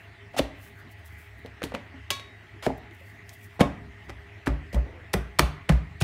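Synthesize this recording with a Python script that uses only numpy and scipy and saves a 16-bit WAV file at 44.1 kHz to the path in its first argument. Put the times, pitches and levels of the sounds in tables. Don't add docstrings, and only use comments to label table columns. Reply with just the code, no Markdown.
import sys
import numpy as np
from scipy import signal
from scipy.fft import rfft, irfft
from scipy.io import wavfile
from scipy.ndimage import uniform_filter1d

SR = 44100
rng = np.random.default_rng(int(sys.argv[2]) if len(sys.argv) > 2 else 0)


def attenuation_scalar(level_db):
    decades = np.asarray(level_db, float) / 20
    return 10 ** decades


def digitize_waveform(pressure):
    field = np.atleast_2d(pressure).T
    bounded = np.clip(field, -1, 1)
    quanta = np.round(bounded * 32767).astype(np.int16)
    wavfile.write(sys.argv[1], SR, quanta)


N = 266319


def evened(x):
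    return x / np.sqrt(np.mean(x ** 2) + 1e-20)


def read(points, hz):
    f, value = np.transpose(points)
    return np.interp(np.log(hz + 1), np.log(f + 1), value)


def add(mix, start_s, sound):
    part = mix[round(start_s * SR):][:len(sound)]
    part += sound[:len(part)]


def colour(points, size, hz=1e3, lift_db=0, tilt_db=0):
    f = np.fft.rfftfreq(size, 1 / SR)
    octaves = np.log2((f + 20) / hz)
    lift = lift_db * np.exp(-(octaves / .5) ** 2)
    return evened(attenuation_scalar(read(points, f) + lift + tilt_db * octaves))


def coloured(gain):
    white = rng.standard_normal(2 * len(gain) - 2)
    return evened(irfft(rfft(white) * gain))


def ring(modes, t, spread_db, tilt_db=0, factor=1):
    luck = rng.standard_normal((len(modes), 2))
    total = 0
    for (hz, db, t60), (louder, sharper) in zip(modes, luck):
        level_db = db + spread_db * louder + tilt_db * np.log2(hz / modes[0][0])
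        pitch_hz = hz * factor * (1 + 0.0024 * spread_db * sharper)
        total = total + attenuation_scalar(level_db - 60 * t / t60) * np.sin(2 * np.pi * pitch_hz * t)
    return total


# pitch_hz, level_db (per Hz)
FAN = [(18, -27), (30, -30), (93, -1), (121, -8.5), (153, -10.5), (336, -13.5), (415, -19.5), (540, -26.5),
       (666, -13.5), (760, -21.5), (1430, -17.5), (1960, -10.5), (4910, -34.5), (13000, -48.5),
       (16000, -47.5)]


def fan_rush():
    hz = np.fft.rfftfreq(1024, 1 / SR)
    a, b, patches = rng.standard_normal((N // 256 + 5, 513, 3)).T
    patches = evened(uniform_filter1d(uniform_filter1d(patches, 14, 0), 10, 1))
    frames = (a + 1j * b) * attenuation_scalar(read(FAN, hz)[:, None] + 2.5 * patches)
    rush = signal.istft(frames, nperseg=1024, noverlap=768)[1][:N]
    return attenuation_scalar(-52) * evened(rush)


# pitch_hz, width_hz, level_db
WHISTLES = [(406, 16.4, -62.5), (680, 45, -70), (840, 31, -69.5), (1952, 300, -59.5)]


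def fan_whistles():
    t, out = np.arange(N) / SR, np.zeros(N)
    for hz, width_hz, db in WHISTLES:
        r = np.exp(-np.pi * width_hz / SR)
        white = rng.standard_normal(N) + 1j * rng.standard_normal(N)
        drift = signal.lfilter([1], [1, -2 * r, r * r], white)
        out += attenuation_scalar(db) * evened((drift * np.exp(2j * np.pi * hz * t)).real)
    return out


# pitch_hz, level_db
HUMS = [(100.03, -54.5), (105.65, -57)]


def motor_hums():
    t = np.arange(N) / SR - .603
    return sum(np.sqrt(2) * attenuation_scalar(db) * np.cos(2 * np.pi * hz * t) for hz, db in HUMS)


# centre_s, level_db, half_length_s
LEANS = [(.25, -69, .25), (.59, -57, .08), (1.102, -51.5, 0.12), (1.447, -56, 0.19), (2.033, -51.5, .17),
         (2.685, -60, 0.14), (3.01, -54, 0.052), (3.62, -61, 0.22), (4.156, -50.5, .13), (4.577, -47, 0.12),
         (4.9, -51, 0.2), (5.468, -53, .15), (5.949, -49.5, .3)]


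def bench_tremble():
    t = np.arange(N) / SR
    wander = evened(uniform_filter1d(uniform_filter1d(rng.standard_normal(N), 4000), 4000))
    turns = np.cumsum(76 * (1 + 0.0711 * wander)) / SR
    level = attenuation_scalar(-65.5) + sum(attenuation_scalar(db) * np.exp(-((t - s) / half) ** 2) for s, db, half in LEANS)
    return np.sqrt(2) * attenuation_scalar(2.0) * level * np.sin(2 * np.pi * turns)


# firmest_s, level_db, coming_s, leaving_s
RUBS = [(.001, -68, .01, 0.15), (.33, -74, .03, .02), (.635, -55.5, 0.067, 0.096),
        (.684, -64, 0.083, 0.036), (.8, -63.5, 0.058, .04), (.924, -58, .04, 0.02), (.994, -68, .05, .05),
        (1.058, -53.5, 0.014, 0.063), (1.125, -65, .02, 0.13), (1.19, -60, 0.018, 0.17),
        (1.388, -65, 0.02, 0.037), (1.464, -69, .028, .015), (2.778, -60, .009, .016),
        (2.95, -63, 0.032, .04), (3.005, -68, .03, .03), (3.08, -62.5, 0.11, 0.15),
        (3.296, -59, .034, .023), (3.336, -52, 0.022, 0.035), (3.448, -55, 0.076, 0.035),
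        (3.56, -68, .14, 0.038), (4.062, -71, .09, .03), (4.2, -78, 0.083, .09)]
# pitch_hz, level_db (per Hz)
SKIN = [(2500, -17), (5000, -3.5), (9000, -1.5), (13000, 0.5), (15500, 1)]


def hand_rubs():
    t, level = np.arange(N) / SR, np.zeros(N)
    for s, db, come, leave in RUBS:
        away = np.maximum((s - t) / come, (t - s) / leave)
        level += attenuation_scalar(db - 20 * away)
    flutter = evened(uniform_filter1d(rng.standard_normal(N), 120))
    slips = rng.exponential(1, N) * (rng.random(N) < 150 / SR)
    flecks = uniform_filter1d(6 * slips, 40)
    hiss = coloured(colour(SKIN, 2 ** 19))[:N]
    return level * hiss * attenuation_scalar(1.7 * flutter) * (1.0 + flecks)


# start_s, level_db (peak), pitch_hz, t60_s
BOOMS = [(.395, -31, 58.3, .2), (1.64, -45, 60.7, .3), (2.667, -36, 61.6, 0.4), (3.609, -31.5, 63.4, 0.61),
         (3.86, -42, 67, 0.17), (4.1, -41, 57.7, .32), (4.475, -19.5, 56.6, .26), (4.741, -14.5, 60.2, .21),
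         (5.141, -25.5, 59.1, 0.39), (5.4, -17.5, 60.1, 0.18), (5.7, -12.5, 60.5, 0.23),
         (5.41, -33, 151.6, 0.46), (4.49, -37, 149.4, 0.5), (6.017, -23, 75, .3)]


def bench_booms():
    out, t = np.zeros(N), np.arange(SR // 2) / SR
    swing_up_s = 0.045
    for s, db, hz, t60 in BOOMS:
        rise = np.sin(np.pi / 2 * np.minimum(t / swing_up_s, 1))
        decay = attenuation_scalar(-60 * np.maximum(t - swing_up_s, 0) / t60)
        shape = uniform_filter1d(rise * decay, 900)
        add(out, s, attenuation_scalar(db) * shape * np.sin(2 * np.pi * hz * t))
    return out


# pitch_hz, t60_s
ROOM = [(60, 1), (160, 0.61), (420, 0.38), (1100, 0.55), (2900, 0.39), (7700, 0.3), (14000, 0.23)]


def room(x, early_db):
    taps = np.zeros(SR)
    at = np.arange(80, SR - 12, 12)
    places = at + rng.integers(0, 12, len(at))
    signs = rng.choice([-1., 1.], len(at))
    taps[places] = signs * (1 + attenuation_scalar(early_db - 60 * at / SR / 0.041))
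    hz, t, z = signal.stft(taps, SR, nperseg=256)
    tail = signal.istft(z * attenuation_scalar(-60 * t / read(ROOM, hz)[:, None]), SR, nperseg=256)[1]
    return signal.fftconvolve(x, tail / np.linalg.norm(tail))[:N]


# pitch_hz, level_db, t60_s
GLASS = [(1104, 2.5, .46), (1669, -9, .35), (2293, -2, .28), (2697, -6, .2), (2840, -6, .12),
         (3375, -2, .28), (3774, -7, .75), (3838, -12, .3), (4165, -14, .23), (4390, -8, .33),
         (5195, -17, .3), (6202, -13, .27), (6686, -8, .1), (6998, -15, .2)]
# start_s, level_db, tilt_db (per octave), pitch_hz (lowest), damping_db (per s)
GLASS_TAPS = [
    (2.105, -35.5, 2.5, 1105, 31),
    (3.611, -25.5, -7.5, 1079, 163),
]


def glass():
    out, t = np.zeros(N), np.arange(SR // 2) / SR
    for s, db, tilt_db, hz, damping_db in GLASS_TAPS:
        shape = attenuation_scalar(db - damping_db * t) * (1 - np.exp(-t / 0.005))
        add(out, s, shape * ring(GLASS, t, 0, tilt_db, hz / GLASS[0][0]))
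    return out


# start_s, end_s, start_db, end_db, tilt_db (per octave)
SLIDES = [(0.334, .358, -50, -45, -3.5), (.363, 0.393, -46, -22, 1.5), (1.636, 1.655, -39, -49, 3.5),
          (1.74, 1.753, -41, -43, -1.5), (2.623, 2.667, -40.5, -37.5, -.1),
          (3.593, 3.618, -36.5, -14, -3.5), (4.084, 4.106, -53.5, -37.5, -3),
          (4.46, 4.482, -36.5, -41, -0.5), (4.727, 4.762, -46, -55, 2.5), (4.842, 5.063, -43, -54, -9),
          (5.1318, 5.142, -34.5, -22.5, 3.5), (5.387, 5.397, -27, -13.5, 2), (5.688, 5.702, -38, -26, -3.5),
          (6.003, 6.015, -46, -28, 4), (6.017, 6.029, -33, -42, 1.5)]
# pitch_hz, level_db (per Hz)
EDGE = [(150, -23.5), (400, -0.5), (1000, -2.5), (2000, -5.5), (3500, -8), (6000, -15), (10000, -19.5),
        (16000, -29)]


def slides():
    out = np.zeros(N)
    for start, end, first_db, last_db, tilt_db in SLIDES:
        size = round((end - start) * SR)
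        hiss = coloured(colour(EDGE, 16384, tilt_db=tilt_db))[:size]
        level = attenuation_scalar(np.linspace(first_db, last_db, size))
        add(out, start, level * hiss * signal.windows.tukey(size, .15))
    return out


# start_s, level_db (peak), pitch_hz (brightest), tilt_db (per octave)
TICKS = [
    (1.461, -29, 3380, -1.5),
    (1.6305, -14.5, 1690, -1),
    (1.638, -18.5, 3460, 3.5),
    (1.7405, -26, 2500, -4.5),
    (1.7492, -14, 2630, -2.6),
    (2.702, -23, 1200, -10),
    (5.3934, 2.5, 2320, 2.5),
]
CRACKS = [(.393, -13, 3360, -1.1), (1.6195, -25, 1900, -3), (1.72, -25.5, 1310, -6), (2.104, -12, 2770, 4),
          (2.6645, -22.5, 2020, 0.8), (2.91, -43, 2900, -1), (3.292, -33, 5960, 3.5),
          (4.0955, -31.5, 2000, 0.7), (4.4708, -14, 1930, -5), (4.4754, -22, 1240, 1.2),
          (4.73, -36.5, 4200, -7), (4.745, -30, 2670, 4.5), (5.1335, -26, 2820, 5),
          (5.1385, -9.5, 1900, -3.2), (5.692, -14, 2100, 1.1), (5.722, -23, 1500, -2),
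          (6.013, -12, 2920, -2.5), (6.0205, -18, 2700, 2.2)]
RATTLES = [
    (2.107, -21, 5260, 3),
    (2.13, -36, 6140, 2.5),
    (2.196, -35, 3300, -1.3),
    (3.606, -16, 1710, 0.9),
    (5.396, -11.5, 1994, -8),
    (5.696, -18.5, 1450, -3),
]


def cracks():
    near, walls, t = np.zeros(N), np.zeros(N), np.arange(4096) / SR
    for rows, t60 in (TICKS, .0065), (CRACKS, .013), (RATTLES, .034):
        for s, db, hz, tilt_db in rows:
            gain = colour(EDGE, 4096, hz, lift_db=8, tilt_db=tilt_db)
            shape = (1 - np.exp(-t / 0.00028)) * attenuation_scalar(-60 * t / t60)
            burst = attenuation_scalar(db - 2) * shape * coloured(gain)
            add(near, s, burst)
            click = np.roll(irfft(gain), 256)[:512]
            add(walls, s - 256 / SR, np.linalg.norm(burst) * click)
    return near, walls


def knocks(hits, modes, cycles, chatter_t60):
    out, t = np.zeros(N), np.arange(SR // 3) / SR
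    for s, db, hz, ring_db in hits:
        t60 = (cycles[0] - cycles[1] * db) / hz
        build = 1 - np.exp(-1.5 * hz * t)
        thud = build * attenuation_scalar(-60 * t / t60) * np.sin(2 * np.pi * hz * t)
        chatter = attenuation_scalar(-60 * t / chatter_t60) * rng.standard_normal(len(t))
        hollow = signal.fftconvolve(ring(modes, t, spread_db=1.2), chatter)[:len(t)]
        add(out, s, attenuation_scalar(db) * (thud / abs(thud).max() + attenuation_scalar(ring_db) * hollow / abs(hollow).max()))
    return out


# start_s, level_db (peak), pitch_hz (thud), ring_db (against the thud)
PIPE_HITS = [(.343, -33, 680, -18), (.3655, -24.5, 750, -7), (.3932, -11.5, 578, -12.5),
             (.397, -19, 675, -6.5), (.400, -17, 281, -9.5), (1.448, -37, 470, 1.7),
             (1.618, -29.5, 520, -7), (1.638, -26.5, 293, 2.5), (1.722, -36, 470, -4),
             (1.741, -26.5, 510, 2), (1.941, -40, 266, -3.5), (2.106, -34.5, 391, 2.8),
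             (2.6655, -10.5, 660, -6.5), (2.671, -15, 411, -9.5), (2.7025, -22.5, 786, -8.5),
             (2.91, -44, 342, -2), (3.01, -48.5, 550, -3)]
# pitch_hz, level_db, t60_s
PIPE = [(264.4, 2.5, 0.084), (400, -2, 0.042), (438, -6, 0.045), (590, -4.5, 0.078), (680, -2.5, 0.027),
        (805, -15, 0.037), (900, -11, 0.051)]


def pipes():
    return knocks(PIPE_HITS, PIPE, cycles=(2.7, 0.52), chatter_t60=0.12)


# start_s, level_db (peak), pitch_hz (thud), ring_db (against the thud)
PLATE_HITS = [(3.594, -24, 690, -2), (3.608, -7.5, 470, -5.5), (3.610, -6, 233, -17),
              (4.095, -34.5, 334, 0), (4.476, -14.5, 284, -7), (4.731, -36.5, 480, 2),
              (4.744, -23.5, 198, -4.5), (4.764, -29, 517, 3), (5.143, -15, 400, -8.5),
              (5.146, -20.5, 143.6, -24.5), (5.158, -25.5, 210, -19), (5.3932, -4, 1110, -15.5),
              (5.400, -15, 297, -6.5), (5.696, -14.5, 594, -6), (5.700, -10, 156.3, -16),
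              (6.016, -35, 400, 0), (6.018, -15, 122, -10.5)]
# pitch_hz, level_db, t60_s
PLATE = [(144.4, -4.5, 0.12), (195, -7, 0.062), (282.7, -6, 0.064), (378, -11.5, 0.091), (470, -13, 0.038),
         (590, -7, 0.054), (680, -9.5, 0.05), (827, -14, 0.032), (1052, -20.5, 0.041), (1190, -22, 0.052)]


def plate():
    return knocks(PLATE_HITS, PLATE, cycles=(4, 0.072), chatter_t60=0.2)


def scene():
    steady = fan_rush() + fan_whistles() + motor_hums()
    near, walls = cracks()
    scrapes, rings = slides(), glass()
    hollow = pipes() + plate()
    wet = attenuation_scalar(-6) * room(walls + attenuation_scalar(-3) * scrapes + rings / 5, early_db=9.0)
    wet += attenuation_scalar(-11.0) * room(hollow, early_db=4.0)
    contacts = near + scrapes + rings + hollow + wet
    return (contacts + bench_booms() + bench_tremble() + hand_rubs() + steady)[None]


def band_limit(x):
    return signal.sosfilt(signal.butter(12, 16400, fs=SR, output="sos"), x)


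def record(dry):
    bass_cut = signal.butter(3, 38, "high", fs=SR, output="sos")
    top_cut = signal.firwin(255, 15800, window=("kaiser", 8), fs=SR)
    heard = np.clip(signal.sosfilt(bass_cut, dry), -1, 1)
    heard = signal.oaconvolve(heard, top_cut[None], "same")
    mix = np.clip(heard, -1, 1)
    return band_limit(mix)


dry = scene()
out = record(dry)
digitize_waveform(out)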